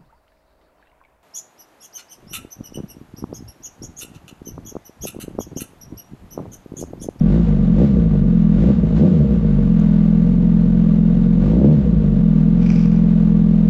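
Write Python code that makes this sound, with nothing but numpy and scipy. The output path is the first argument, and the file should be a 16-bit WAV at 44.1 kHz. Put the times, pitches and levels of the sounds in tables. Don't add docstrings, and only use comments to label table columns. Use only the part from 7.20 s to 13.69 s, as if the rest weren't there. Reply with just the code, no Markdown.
import sys
import numpy as np
from scipy import signal
from scipy.fft import rfft, irfft, next_fast_len
from scipy.io import wavfile
from scipy.ndimage import uniform_filter1d, minimum_filter1d, map_coordinates

SR = 44100
rng = np.random.default_rng(int(sys.argv[2]) if len(sys.argv) > 2 else 0)


def unload_wav(signal):
    wavfile.write(
        sys.argv[1],
        SR,
        np.round(np.clip(np.atleast_2d(signal).T, -1, 1) * 32767).astype(np.int16),
    )


N = 286209
TIME = np.arange(N) / SR
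IDLE_PER_S = 40.93


def from_db(db):
    return 10 ** (np.asarray(db) / 20)


def unit_power(x):
    return x / np.sqrt(np.mean(x ** 2) + 1e-20)


def evened(x, span_s):
    size = int(span_s * SR)
    return x / np.sqrt(uniform_filter1d(uniform_filter1d(x * x, size), size) + 1e-14)


def curves(rows):
    times, *columns = np.transpose(rows)
    return [np.interp(TIME, times, column) for column in columns]


def ramp(start_s, end_s):
    return np.clip((TIME - start_s) / (end_s - start_s), 0, 1)


def bump(time_s, width_s):
    return np.exp(-((TIME - time_s) / width_s) ** 2)


def wander(per_s):
    return map_coordinates(rng.standard_normal(400), [TIME * per_s + 2], order=2, mode="mirror")


def cut(x, hz, keep, order):
    sections = signal.butter(order, np.clip(hz, 10, .45 * SR), keep, fs=SR, output="sos")
    return signal.sosfilt(sections, x + 1e-18)


def ring(x, hz, width_hz):
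    r = np.exp(-np.pi * width_hz / SR)
    feedback = [1, -2 * r * np.cos(2 * np.pi * hz / SR), r * r]
    return signal.lfilter(np.array([1, 0, -1]) * (1 - r * r) / 2, feedback, x + 1e-18)


def body(x, tones):
    return sum((-1) ** k * from_db(db) * ring(x, hz, width) for k, (hz, width, db) in enumerate(tones))


def coloured_noise(colour):
    hz, db = np.transpose(colour)
    size = next_fast_len(N)
    bins = np.maximum(np.fft.rfftfreq(size, 1 / SR), 1)
    gain = from_db(np.interp(np.log(bins), np.log(hz), db)) * np.minimum(bins / hz[0], 1) ** 2
    return unit_power(irfft(rfft(rng.standard_normal(size)) * gain, size)[:N])


def clicks(times, sizes):
    out = np.zeros(N)
    np.add.at(out, np.clip(np.round(times * SR).astype(int), 0, N - 1), sizes * (times > 0))
    return out


# time_s, firings_per_s
IDLE_SPEED = [(0.0, 38.74), (0.49, 37.31), (0.95, 39.36), (1.23, 37.79), (2.12, 40.93), (2.44, 41.22),
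              (2.56, 38.01), (2.98, 42.21), (3.16, 44.45), (3.33, 42.21), (3.51, 44.52), (3.71, 41.06),
              (3.96, 44.21), (4.92, 40.79), (5.07, 36.98), (5.22, 37.73), (5.32, 42.61), (6.49, 42.05)]
# start_s, air_peak_s, revs_peak_s, added_firings_per_s, bark_boost_db, hiss_db
BLIPS = [(0.003, .15, 0.185, 21.71, 5, -55), (0.527, .6, 0.648, 32.61, 8, -49.5),
         (1.314, 1.43, 1.495, 29.61, 6.5, -50), (1.742, 1.77, 1.86, 50.71, 8.3, -48),
         (4.167, 4.3, 4.51, 36.31, 9, -57)]
def engine_speed():
    climb_power, run_down_s = 1.312, .2428
    per_s, = curves(IDLE_SPEED)
    for start_s, _, peak_s, added, *_ in BLIPS:
        run_down = np.exp(-np.maximum(TIME - peak_s, 0) / run_down_s)
        per_s = per_s + added * ramp(start_s, peak_s) ** climb_power * run_down
    return per_s


def throttle_opening(start_s, peak_s):
    shut_s = peak_s - .035
    return ramp(start_s, shut_s) ** 0.75 * (1 - ramp(shut_s, shut_s + .085))


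def gulp(start_s, peak_s, fade_s=0.091):
    return ramp(start_s, peak_s) * np.exp(-np.maximum(TIME - peak_s, 0) / fade_s)


def near_rev_peaks(after_s, width_s):
    return sum(bump(peak_s + after_s, width_s) for _, _, peak_s, *_ in BLIPS)


# strength_db, late_at_idle_s
CYLINDERS = [(-1.5, 0.00016), (0.57, 0.000073), (-1, 0.00023), (-0.5, 0.00034)]
def firings(count, lumpy, rough_db, jitter_s):
    number = np.arange(1, int(count[-1]) + 1)
    strength_db, late_s = np.array(CYLINDERS)[number % len(CYLINDERS)].T
    chance = rng.standard_normal((len(number), 2))
    unevenness = np.interp(number, count, lumpy)
    times = np.interp(number, count, TIME) + unevenness * (late_s + jitter_s * chance[:, 0])
    sizes = from_db(strength_db + unevenness * rough_db * chance[:, 1])
    return [clicks(times, sizes * (number % 2 == branch)) for branch in range(2)]


def boom(count, lumpy):
    angle = 2 * np.pi * (count - .3)
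    note = np.sin(angle) + from_db(-8.5) * np.sin(2 * angle)
    burble = coloured_noise([(50, 0), (75, 2), (105, -8.5), (135, -6.5), (170, -35.5), (400, -91)])
    return unit_power(note + from_db(-21.5) * lumpy * burble)


# pitch_hz, width_hz
BRANCH_TONES = [
    [(152, 25), (212, 23.7)],
    [(152, 18.6), (234, 36.3)],
]
def drone(count, lumpy):
    pipes = 0
    for branch, tones in zip(firings(count, lumpy, rough_db=1.0, jitter_s=0.00014), BRANCH_TONES):
        for hz, width_hz in tones:
            branch = ring(branch, hz, width_hz)
        pipes = pipes + branch
    pipes = cut(pipes, hz=204.6, keep="low", order=4)
    pipes = cut(pipes, hz=128, keep="high", order=3)
    return evened(street_echoes(pipes), span_s=0.035)


# pitch_hz, width_hz, relative_db
BARK_TONES = [(281.6, 13, -3.5), (358.7, 17, -1), (470.2, 22.9, 0), (622.6, 31, -7.5)]
def bark(count, lumpy, puff, throttle):
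    fronts = unit_power(sum(firings(count, lumpy, rough_db=1.5, jitter_s=.00006)))
    swirl = unit_power(puff * rng.standard_normal(N)) * from_db(-9 * throttle)
    gas = fronts + swirl
    airbox_growl = np.sqrt(throttle) * ring(gas, hz=327, width_hz=91)
    sound = body(gas, BARK_TONES) + from_db(6) * airbox_growl
    sound = cut(sound, hz=238, keep="high", order=3)
    sound = cut(sound, hz=630, keep="low", order=4)
    return evened(street_echoes(sound), span_s=0.1) * from_db(0.86 * wander(per_s=22))


# delay_s, relative_db
ECHOES = [(0.029, -19.5), (0.058, -25), (0.095, -23), (.147, -28)]
def street_echoes(x):
    return x + sum(from_db(db) * np.interp(TIME - delay_s, TIME, x, left=0) for delay_s, db in ECHOES)


# time_s, drone_drop_db
MISFIRES = [(0.261, 3.5), (0.38, 2), (.67, 5), (1.55, 3), (1.685, 3.5), (2.078, 5.5), (2.205, 5.5),
            (4.63, 5.5)]
def exhaust(per_s, count, puff, high_revs):
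    throttle = sum(throttle_opening(start_s, peak_s) for start_s, _, peak_s, *_ in BLIPS)
    load_db = sum(db * throttle_opening(start_s, peak_s) for start_s, _, peak_s, _, db, _ in BLIPS)
    effort = np.clip((per_s - 43) / 2.4, 0, 1)
    lumpy = 1 + 2.3 * np.clip((per_s - IDLE_PER_S) / 14, 0, 1) * (1 - .9 * throttle)
    swell_db = 4.5 * high_revs * near_rev_peaks(after_s=-.025, width_s=.04)
    choke_db = -9 * high_revs * near_rev_peaks(after_s=0.039, width_s=0.024)
    flare_db = 3.5 * near_rev_peaks(after_s=.148, width_s=0.018)
    stumble_db = -sum(db * bump(time_s, width_s=0.02) for time_s, db in MISFIRES)
    octaves_up = np.log2(per_s / IDLE_PER_S)
    boom_db = -23.5 + 4 * effort + 3.2 * throttle - 2.5 * high_revs + choke_db + 0.42 * flare_db
    drone_db = -12 - 2 * effort + 1.8 * high_revs + swell_db + stumble_db
    bark_db = -34.5 + 2 * effort + 5.5 * octaves_up + load_db + flare_db + 0.49 * stumble_db
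    return (from_db(boom_db) * boom(count, lumpy)
            + from_db(drone_db) * drone(count, lumpy)
            + from_db(bark_db) * bark(count, lumpy, puff, throttle))


# pitch_hz, relative_db
INTAKE_COLOUR = [(800, -0.5), (2000, -2), (4000, -6), (7300, -18), (8400, -29), (12000, -44)]
def intake_hiss(high_revs):
    gulps = sum(from_db(db) * gulp(start_s, peak_s) for start_s, peak_s, *_, db in BLIPS)
    return (gulps + from_db(-56.5) * high_revs) * coloured_noise(INTAKE_COLOUR)


# pitch_hz, relative_db
GAS_COLOUR = [(400, -3), (700, 6), (1000, -3), (1400, -7.5), (2000, -7.5), (2800, -14.5), (4000, -16),
              (5200, -23.5), (7300, -25.5), (8300, -36), (11000, -49.5), (15000, -58)]
# pitch_hz, width_hz, relative_db
CASE_TONES = [(917, 40, -3.5), (1167, 49, -2), (1479, 79, -7), (2830, 410, -18), (3720, 85, -18)]
# time_s, level_db
WHIRR_LEVELS = [(0, -44.5), (.8, -45.5), (1.25, -46), (2.2, -45), (2.55, -43.5), (2.85, -44), (3.15, -45.5),
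                (4.1, -45), (4.8, -46.5), (5.35, -44.5), (6.49, -45.5)]
def hiss_and_whirr(count, puff):
    hiss = coloured_noise(GAS_COLOUR) * unit_power(1 + 0.24 * puff)
    valve_times = np.interp(np.arange(0, count[-1], .5), count, TIME)
    taps = unit_power(clicks(valve_times, from_db(5.4 * rng.standard_normal(len(valve_times)))))
    gears = rng.standard_normal(N)
    cases = unit_power(cut(body(gears + 0.42 * taps, CASE_TONES), hz=4150, keep="low", order=4))
    gulps = sum(gulp(start_s, peak_s) for start_s, peak_s, *_ in BLIPS)
    level_db = curves(WHIRR_LEVELS)[0] + 5 * gulps + 0.87 * wander(per_s=22)
    return from_db(level_db) * (hiss + from_db(-5.5) * cases)


# start_s, level_before_filter_db
TICKS = [(2.598, -40.5)]
def tick(fade_s=.003):
    burst = sum(from_db(db) * (TIME >= s) * np.exp(-np.abs(TIME - s) / fade_s) for s, db in TICKS)
    return cut(burst * rng.standard_normal(N), hz=[5600, 7800], keep="band", order=3)


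# time_s, slips_per_s, level_db
CREAK_SLIPS = [(5.3, 184, -79), (5.42, 174, -49), (5.5, 174, -39), (5.57, 180, -44), (5.63, 120, -43),
               (5.68, 85, -48.5), (5.76, 60, -50.5), (5.86, 58, -67)]
# pitch_hz, width_hz, relative_db
CREAK_TONES = [(758, 270, -1), (1433, 680, -6), (2390, 250, 2), (3300, 1900, -15), (4860, 900, -9.5),
               (5900, 520, -11.5), (7400, 900, -19)]
def creak(slip_fade_s=.0012):
    per_s, level_db = curves(CREAK_SLIPS)
    slips = np.cumsum(per_s) / SR
    chance = rng.standard_normal((int(slips[-1]), 2))
    times = np.interp(np.arange(len(chance)) + 0.25 * chance[:, 0], slips, TIME)
    snaps = clicks(times, from_db(3.5 * chance[:, 1]))
    bursts = signal.lfilter([1], [1, -np.exp(-1 / (slip_fade_s * SR))], snaps)
    friction = (bursts + 0.21) * rng.standard_normal(N)
    sound = cut(body(friction, CREAK_TONES), hz=7500, keep="low", order=10)
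    creaking = (TIME > CREAK_SLIPS[0][0]) & (TIME < CREAK_SLIPS[-1][0])
    return from_db(level_db) * evened(sound, span_s=0.054) * creaking


def scene():
    per_s = engine_speed()
    count = np.cumsum(per_s) / SR + .72
    high_revs = np.clip((per_s - 58) / 14, 0, 1)
    puff = 1 + np.cos(2 * np.pi * (count - .3))
    motorcycle = (exhaust(per_s, count, puff, high_revs)
                  + intake_hiss(high_revs)
                  + hiss_and_whirr(count, puff))
    return (motorcycle + creak() + tick())[None]


def record(dry):
    ceiling, window, cutoff_hz = .7, int(.012 * SR), 15300
    gain = minimum_filter1d(ceiling / np.maximum(np.abs(dry), ceiling), 2 * window)
    gain = uniform_filter1d(uniform_filter1d(gain, window), window)
    return signal.sosfilt(signal.cheby2(12, 70, cutoff_hz, fs=SR, output="sos"), gain * dry)


dry = scene()
out = record(dry)
unload_wav(out)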